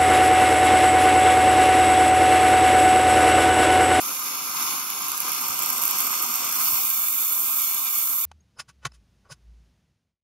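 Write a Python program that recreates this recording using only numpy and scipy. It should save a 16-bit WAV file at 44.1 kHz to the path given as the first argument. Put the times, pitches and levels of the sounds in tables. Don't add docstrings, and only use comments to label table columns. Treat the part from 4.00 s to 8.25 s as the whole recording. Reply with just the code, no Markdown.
import sys
import numpy as np
from scipy import signal
from scipy.fft import rfft, irfft, next_fast_len
from scipy.io import wavfile
from scipy.ndimage import uniform_filter1d, map_coordinates

SR = 44100
rng = np.random.default_rng(int(sys.argv[2]) if len(sys.argv) > 2 else 0)


def unload_audio(sound):
    columns = np.transpose(np.atleast_2d(sound))
    steps = np.round(np.clip(columns, -1, 1) * 32767)
    wavfile.write(sys.argv[1], SR, steps.astype(np.int16))


N = 187510

# (t/s, level/dB)
AIRFLOW = [(0.02, -37), (0.53, -36.5), (0.6, -33), (0.72, -34.5), (0.85, -38), (1.0, -36.5), (1.1, -36),
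           (1.22, -37), (1.28, -34), (1.33, -35.5), (1.7, -35), (2.0, -34), (2.25, -34.5), (2.42, -35),
           (2.65, -33.5), (2.82, -35), (3.12, -38.5), (3.45, -37.5), (3.7, -37), (3.97, -36.5), (4.05, -39),
           (4.22, -39.5)]
# (t/s, level/dB)
OPENING = [(0, -0.5), (.45, 0.5), (.6, 0.5), (2.6, 0), (2.72, -1.5), (2.85, -0.2), (3.0, 0.3), (3.12, 0),
           (3.33, 3), (3.5, 0.6), (3.82, 0.1), (3.97, -1.5), (4.1, 2), (4.2, 0.2)]
# (t/s, level/dB)
WATER_FEED = [(0, 2.2), (.5, 0.5), (.6, 0), (.85, 2), (1.0, 0.5), (1.1, 0.5), (1.55, -2.5), (1.78, -1),
              (1.86, 0), (1.93, -2.5), (2.0, -0.5), (2.1, -1), (2.42, -1.6), (2.68, -0.7), (2.8, -1.8),
              (2.9, -1), (3.0, -0.8), (3.2, 1.5), (3.45, 0.1), (3.63, 0), (3.88, -3), (3.98, -0.5),
              (4.06, 1.5), (4.2, 2)]
# (t/s, share 0-1)
HOLLOW_DEEPENING = [(2.58, 0.2), (2.68, 0.8), (2.75, 0), (2.86, 1), (2.95, 1), (3.02, .8), (3.33, 0.9),
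                    (3.6, 0.5), (3.8, .75), (3.95, 0.5), (4.1, 1)]
# (f/Hz, width/Hz, left level/dB, right level/dB, change when seated/dB)
MOUTH_MODES = [(162.8, 55, -15, -15.5, -1), (223, 128, -15, -15.5, -1), (319, 120, -16.5, -15, -3),
               (409.2, 59, -11, -15, 1.5), (522.5, 56, -15, -8.5, 4), (676, 112, -13.5, -24, 0.5),
               (856, 600, -12, -18.5, -1), (1020, 270, -5.5, -5.5, -3.5), (1100.6, 81, -3, -4, 3),
               (1211, 115, 1, -6, -0.5), (1284, 310, -3.5, -27, -0.5), (1397, 294, -19, -9.5, 1),
               (1629.5, 33, -14, -5.5, 4)]
# (f/Hz, width/Hz, left level/dB, right level/dB, change when seated/dB)
TUBE_MODES = [(2020, 134, -8.5, -7, 3), (2330, 520, -2.5, -5.5, 5), (2640, 360, -4.5, -6, -3),
              (2970, 790, -8, -4, 4.5), (3534, 890, -4.5, -9, 8), (4365, 440, -2, -9.5, 4.5),
              (4920, 550, -13, -1, 3.5), (5454, 450, 2.5, -4, 0.5), (6200, 1100, -2, -0.5, 1.5),
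              (6910, 500, -1.5, -0.5, 9.5), (7434, 250, -0.5, -7, 5)]
# (f/Hz, left level/dB, right level/dB)
DRY_COLOUR = [(100, -74, -65), (4470, -31, -20), (5800, -18, -13), (6680, -1.5, -1.5), (6950, -22, -16),
              (7600, -11, -11), (8230, -26, -30), (8780, -9, -11), (9200, -7, -2.5), (10000, -16, -4),
              (10500, -7, -4), (11750, -7.5, 3.5), (13500, -4, -4.5), (14200, -7, -15), (14700, -3, -27),
              (15350, -4.5, -11)]
# (f/Hz, left level/dB, right level/dB)
WET_COLOUR = [(100, -90, -87), (4400, -36, -45), (6400, -12.5, -16), (7500, -12, -21), (8030, -14, -9.5),
              (8920, -20, -5.5), (9350, -13.5, -12.5), (10100, -16.5, -17), (10900, -14, -19),
              (11440, -12.5, -7.5), (11940, -15, 4), (12350, -8, -4), (13200, -14.5, -8), (14300, -10, -15),
              (15500, -9, -14.5)]
# (f/Hz, left level/dB, right level/dB)
MIST_TINT = [(2000, -65, -55), (9150, -24, -24), (11900, -5, 7.5), (13800, -10, -6), (14600, 3, -5),
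             (15300, 5.5, -7), (16100, -1, -3)]
# (t/s, level/dB, decay/s)
LARGE_SPITS = [(0.6257, -12.5, 0.0012), (.9015, -14, .001), (1.0657, -22, .002), (1.0827, -19, .003),
               (1.1181, -18, 0.0011), (1.177, -14, 0.0017), (1.203, -14, 0.0022), (1.218, -17, 0.0024),
               (1.293, -16, .001), (1.3183, -16, 0.0013), (1.332, -16, .001), (1.3483, -20, .0015),
               (1.412, -20, .008), (1.483, -16, .002), (1.5815, -20, 0.0017), (1.5912, -13, .0015),
               (1.6212, -13.5, 0.0018), (1.633, -14, .0015), (1.66, -13.5, .003), (1.69, -13, .0015),
               (1.701, -15, 0.0023), (1.73, -13, .0012), (1.7809, -16, .0015), (1.8163, -17, .003),
               (1.8362, -13, 0.0017), (1.853, -15, .0013), (1.861, -21, .002), (1.8783, -10, .0009),
               (1.9101, -12, .003), (1.9706, -20, .0015), (1.985, -12, 0.0034), (2.0035, -13, .003),
               (2.02, -14, 0.0016), (2.0525, -23, .002), (2.0682, -11, .0015), (2.0954, -19, .0012),
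               (2.1291, -18, .002), (2.1528, -21, .002), (2.1757, -19, .002), (2.223, -13.5, 0.0053),
               (2.3151, -15, 0.00091), (2.3395, -17, .003), (2.3545, -12.5, 0.0032), (2.394, -18, .001),
               (2.4196, -22, .0012), (2.4912, -15, .0012), (2.5252, -12, .0014), (2.5546, -14, .004),
               (2.615, -14, .002), (3.084, -14, .002), (3.128, -17, .002), (3.205, -14, 0.003)]
# (f/Hz, left level/dB, right level/dB)
SPIT_TINT = [(100, -80, -79), (1800, -19, -27), (2600, -22, -19), (4400, -29, -26), (6300, -17, -19),
             (7900, -19, -12), (8900, -23, -13.5), (10600, -14, -11), (11270, -18, -4), (11700, -13, 1.5),
             (12700, -12, -1.5), (13900, -17, -14), (15500, -5.5, -15)]
# (f/Hz, width/Hz, dry depth/dB, wet depth/dB, late depth/dB)
HOLLOWS_LEFT = [(557, 200, -5.5, -3.5, -13.5), (1835, 170, -4, -14, -32), (2830, 250, -7, 0, -8),
                (3180, 200, -6, -3.5, -11), (3830, 310, -0.5, -9, -4.5), (4830, 140, 1, -2, -7),
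                (5670, 250, -4, -0.5, -6), (6880, 280, -2, 0, -1.5), (7780, 250, -3, -7, -8),
                (8300, 240, -6, 0, 5), (9040, 320, -8, -1, -11), (9530, 300, 4, -4, -8),
                (10680, 330, 5, -4, -2), (12850, 320, 2, -11, -5)]
# (f/Hz, width/Hz, dry depth/dB, wet depth/dB, late depth/dB)
HOLLOWS_RIGHT = [(547, 223, -2.5, -3, -18), (1850, 196, -3, -4, -30), (3230, 260, -3, -2, -8),
                 (3960, 210, 5, -7, -14), (4920, 170, -3, -3, -6), (5700, 170, 1, -1, -7),
                 (6930, 280, -4, -4, -1), (7350, 280, 2, -2, -9), (8200, 270, -13, -0.5, -9),
                 (8680, 220, -1, -1.5, -3.5), (10770, 360, 4, -6, -9), (14600, 500, -5, -4, -3)]
# (t/s, level/dB, decay/s)
HANDLING = [(.63, -57, 0.018), (.78, -60, .025), (1.481, -48, 0.028), (1.531, -58, 0.023), (1.69, -63, .04),
            (2.2, -58, .025), (2.723, -46, 0.01), (3.42, -60, 0.024), (4.02, -69, .02)]
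# (f/Hz, left level/dB, right level/dB)
BUMP_TINT = [(15, -12, -9), (45, -3, 3), (84.5, -6, 7), (169, 0, -2), (400, -30, -22), (1200, -80, -93)]
# (f/Hz, coherence 0-1, left lead/rad)
PORT_LIKENESS = [(40, .2, -0.3), (85, .4, 0), (140, .95, 0), (520, 0.55, 0.1), (960, 0.8, -0.26),
                 (1530, 0.53, -1), (2150, 0.76, .5), (2900, 0, 1), (3750, 0.61, 0.46), (5000, 0.04, 0),
                 (5530, 0.27, 0.65), (6480, 0.62, 3.5), (7470, 0.12, 3.5), (8500, 0, 7), (9900, 0.5, 5.0),
                 (11650, 0.33, 6.5), (12100, 0.7, 8), (14100, .45, 8.5), (15400, .55, 8.0)]

T = np.arange(N) / SR
SIZE = 2 * next_fast_len(N // 2 + 8192)
HZ = np.maximum(np.arange(SIZE // 2 + 1) * SR / SIZE, 1)

MOUTH_DB, MOUTH_SEATED_DB = -2.5, -3
TUBE_DB, TUBE_SEATED_DB = -.5, -0.37
TIP_DB, TIP_WET_DB, TIP_FILM_DB, TIP_SEATED_DB = 0.57, 4.5, 1, 1.5
MIST_DB = 4

# (start/s, length/s)
DRAINS = (0.045, 0.44)
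FLOODS = (1.17, 0.38)
SPLUTTERS = (1, 0.84)
FILMS = (2.434, 0.27)
SEATS = (2.647, 0.34)
GUSH = (0.47, 0.16, 0.17)
DAMP_SHARE = 0.18
SPLUTTER_DRY, SPLUTTER_FLOODED, SPLUTTER_FILM = 0.4, 0.53, 0.36

SMALL_SPITS_PER_S, SMALL_SPIT_DB, SMALL_SPIT_SPREAD_DB = 59, -37, 1
SPIT_CLUSTER_DB, SPIT_CLUSTER_PER_S = 5, 9.1
SPIT_RISE_S, SMALL_SPIT_DECAY_S = 0.00022, .0012
SPIT_POP_DB, SPIT_POP_S, SPIT_SPRAY_DB = -4.5, 0.00046, -0.5

HOLLOW_DRIFT, HOLLOW_DRIFT_PER_S = .01, 12
HOLLOW_SWELL, HOLLOW_SWELL_PER_S = .5, 24
SHARED_SWELL, SHARED_SWELL_PER_S = .3, 16
ROOM_DB, ROOM_DECAY_S, ROOM_TOP_HZ = -8, 0.015, 7600
BUMP_RISE_S = 0.0029
TOP_HZ = 15680


def air_rush(flow_db, seat, splutter):
    gurgle = splutter * walk(70)
    opening_db, = curves(OPENING)
    mouth_db = flow_db + opening_db + MOUTH_DB + MOUTH_SEATED_DB * seat
    tube_db = flow_db + TUBE_DB + TUBE_SEATED_DB * seat
    mouth_strength = undb(mouth_db + 1.65 * gurgle + 1.0 * walk(35.35))
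    tube_strength = undb(tube_db + 1.4 * gurgle + 1.17 * walk(300))
    mouth = cavity(mouth_strength, seat, MOUTH_MODES, band=(800, 1600), seated_damping=0.61)
    tube = cavity(tube_strength, seat, TUBE_MODES, band=(2100, 7400), seated_damping=0.64)
    return waver(mouth, depth=0.0117, rate=8) + waver(tube, depth=.015, rate=6)


def cavity(strength, seat, modes, band, seated_damping):
    loose_gain = resonances(modes, 0, 0.92)
    seated_gain = resonances(modes, 0.77, seated_damping)
    loose = turbulence(strength * np.sqrt(1 - seat), loose_gain, band)
    seated = turbulence(strength * np.sqrt(seat), seated_gain, band)
    return loose + seated


def resonances(modes, seated, damping):
    power = 0
    for hz, width, left_db, right_db, change_db in modes:
        bell = 1 / (1 + ((HZ ** 2 - hz ** 2) / (HZ * width * damping)) ** 2)
        port_gain = undb([[left_db], [right_db]]) * undb(seated * change_db)
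        power = power + (port_gain * bell) ** 2
    return np.sqrt(power)


def waver(sound, depth, rate):
    place = np.arange(N) + depth * SR / rate * walk(rate)
    return np.array([map_coordinates(port, [place], order=3, mode="mirror") for port in sound])


def tip_hiss(flow_db, seat, wet, film, splutter):
    tip_db = flow_db + TIP_DB + TIP_WET_DB * wet + TIP_FILM_DB * film + TIP_SEATED_DB * seat
    shower = droplets(rate=500, spread_db=0.5, decay=0.0016)
    strength = undb(tip_db - 1.9 * splutter) * np.sqrt(1 - splutter + splutter * shower)
    band = (11000, 13500)
    dry_hiss = turbulence(strength * np.sqrt(1 - wet), undb(over_hz(DRY_COLOUR)), band)
    wet_hiss = turbulence(strength * np.sqrt(wet), undb(over_hz(WET_COLOUR)), band)
    return dry_hiss + wet_hiss + mist(flow_db, film, shower)


def mist(flow_db, film, shower, grainy=0.28):
    strength = film * undb(flow_db + MIST_DB) * np.sqrt(1 - grainy + grainy * shower)
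    return turbulence(strength, undb(over_hz(MIST_TINT)), band=(14200, 15800))


def droplets(rate, spread_db, decay):
    falls = rng.random(N) < rate / SR
    size_db = spread_db * np.clip(rng.standard_normal(N), -2, 2)
    hits = falls * undb(size_db) ** 2
    power = signal.lfilter([1], [1, -np.exp(-1 / (decay * SR))], hits + 1e-18)
    return power / power.mean()


def spits(flooded):
    falls = rng.random(N) < flooded * SMALL_SPITS_PER_S / SR
    spread_db = SMALL_SPIT_SPREAD_DB * rng.uniform(-2, 2, N)
    bunch_db = SPIT_CLUSTER_DB * walk(SPIT_CLUSTER_PER_S)
    drops = falls * undb(SMALL_SPIT_DB + spread_db + bunch_db)
    small_burst = burst(0, SPIT_RISE_S, SMALL_SPIT_DECAY_S)
    power = signal.fftconvolve(drops ** 2, small_burst ** 2)[:N]
    for start, db, decay in LARGE_SPITS:
        pop = undb(db + SPIT_POP_DB) * burst(start, SPIT_RISE_S, SPIT_POP_S)
        spray = undb(db + SPIT_SPRAY_DB) * burst(start, SPIT_RISE_S, decay)
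        power = power + pop ** 2 + spray ** 2
    return turbulence(np.sqrt(abs(power)), undb(over_hz(SPIT_TINT)))


def water():
    start, length, share = GUSH
    gush = share * np.sin(np.pi * stage(start, length))
    damp = DAMP_SHARE * (1 - stage(*DRAINS))
    wet = np.clip(damp + gush + stage(*FLOODS), 0, 1)
    film = stage(*FILMS)
    flooded = stage(*SPLUTTERS) * (1 - film)
    splutter = SPLUTTER_DRY * (1 - flooded - film) + SPLUTTER_FLOODED * flooded + SPLUTTER_FILM * film
    return wet, flooded, film, np.clip(splutter, 0, 1)


def hollows(sound, table, wet, deepening, shared_swell):
    hz, s, frames = signal.stft(sound, SR, nperseg=1536, noverlap=1152)
    at = np.minimum((s * SR).astype(int), N - 1)
    for centre, width, dry_db, wet_db, late_db in table:
        pitch = centre * (1 + HOLLOW_DRIFT * walk(HOLLOW_DRIFT_PER_S)[at])
        early_db = dry_db + wet[at] * (wet_db - dry_db)
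        swell = np.exp(shared_swell + HOLLOW_SWELL * walk(HOLLOW_SWELL_PER_S))[at]
        depth_db = np.minimum(early_db + deepening[at] * (late_db - early_db), 0) * swell
        frames = frames * undb(depth_db / (1 + (2 * (hz[:, None] - pitch) / width) ** 4))
    return signal.istft(frames, SR, nperseg=1536, noverlap=1152)[1][:N]


def room(direct):
    age = T[:SR // 4]
    tail = rng.standard_normal((2, len(age))) * np.exp(-age / ROOM_DECAY_S) * (age > .003)
    tail *= undb(ROOM_DB) / np.sqrt(np.sum(tail ** 2, axis=1, keepdims=True))
    tail = signal.sosfilt(signal.butter(2, ROOM_TOP_HZ, fs=SR, output="sos"), tail)
    return direct + signal.fftconvolve(direct, tail, axes=1)[:, :N]


def bumps():
    strength = sum(undb(db) * burst(start, BUMP_RISE_S, decay) for start, db, decay in HANDLING)
    return turbulence(strength, undb(over_hz(BUMP_TINT)))


def turbulence(strength, gain, band=None):
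    coherence, lead = over_hz(PORT_LIKENESS)
    coherence = np.clip(coherence, 0, .95)
    common, apart = rfft(rng.standard_normal((2, N)) * strength, SIZE)
    sides = np.array([[1], [-1]])
    ports = common * np.sqrt((1 + coherence) / 2) + sides * apart * np.sqrt((1 - coherence) / 2)
    ports = ports * np.exp(.5j * sides * lead)
    power = np.mean(gain ** 2, axis=0)
    cepstrum = irfft(np.log(power + 1e-10))
    phase = rfft(cepstrum[:SIZE // 2], SIZE).imag
    if band:
        low, high = band
        power = (power + coherence * np.cos(lead) * gain[0] * gain[1]) / 2
        power = power * (HZ > low) * (HZ < high)
    return irfft(ports * gain * np.exp(1j * phase))[:, :N] / np.sqrt(power.mean())


def walk(rate):
    k = max(int(SR / rate), 1)
    steps = np.repeat(rng.standard_normal(N // k + 1), k)
    return 1.3 * uniform_filter1d(uniform_filter1d(steps, k), k)[:N]


def burst(start, rise, decay):
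    age = np.maximum(T - start, 0)
    shape = (1 - np.exp(-age / rise)) * np.exp(-np.minimum(age / decay, 50))
    return shape / shape.max()


def stage(start, length):
    return np.sin(np.pi / 2 * np.clip((T - start) / length, 0, 1)) ** 2


def curves(table):
    s, *columns = np.transpose(table)
    return [np.interp(T, s, c) for c in columns]


def over_hz(table):
    hz, *columns = np.transpose(table)
    return np.array([np.interp(np.log(HZ), np.log(hz), c) for c in columns])


def undb(db):
    return 10 ** (np.asarray(db) / 20)


def scene():
    flow_db, = curves(AIRFLOW)
    feed_db, = curves(WATER_FEED)
    deepening, = np.clip(curves(HOLLOW_DEEPENING), 0, 1)
    seat = stage(*SEATS)
    wet, flooded, film, splutter = water()
    rush = air_rush(flow_db, seat, splutter)
    hiss = tip_hiss(flow_db + feed_db, seat, wet, film, splutter)
    left, right = room(rush + hiss + spits(flooded))
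    shared_swell = SHARED_SWELL * walk(SHARED_SWELL_PER_S)
    left = hollows(left, HOLLOWS_LEFT, wet, deepening, shared_swell)
    right = hollows(right, HOLLOWS_RIGHT, wet, deepening, shared_swell)
    return np.array([left, right]) + bumps()


def record(dry):
    thin = signal.sosfilt(signal.butter(2, 45, "high", fs=SR, output="sos"), dry)
    return signal.sosfilt(signal.ellip(12, .1, 80, TOP_HZ, fs=SR, output="sos"), thin)


dry = scene()
out = record(dry)
unload_audio(out)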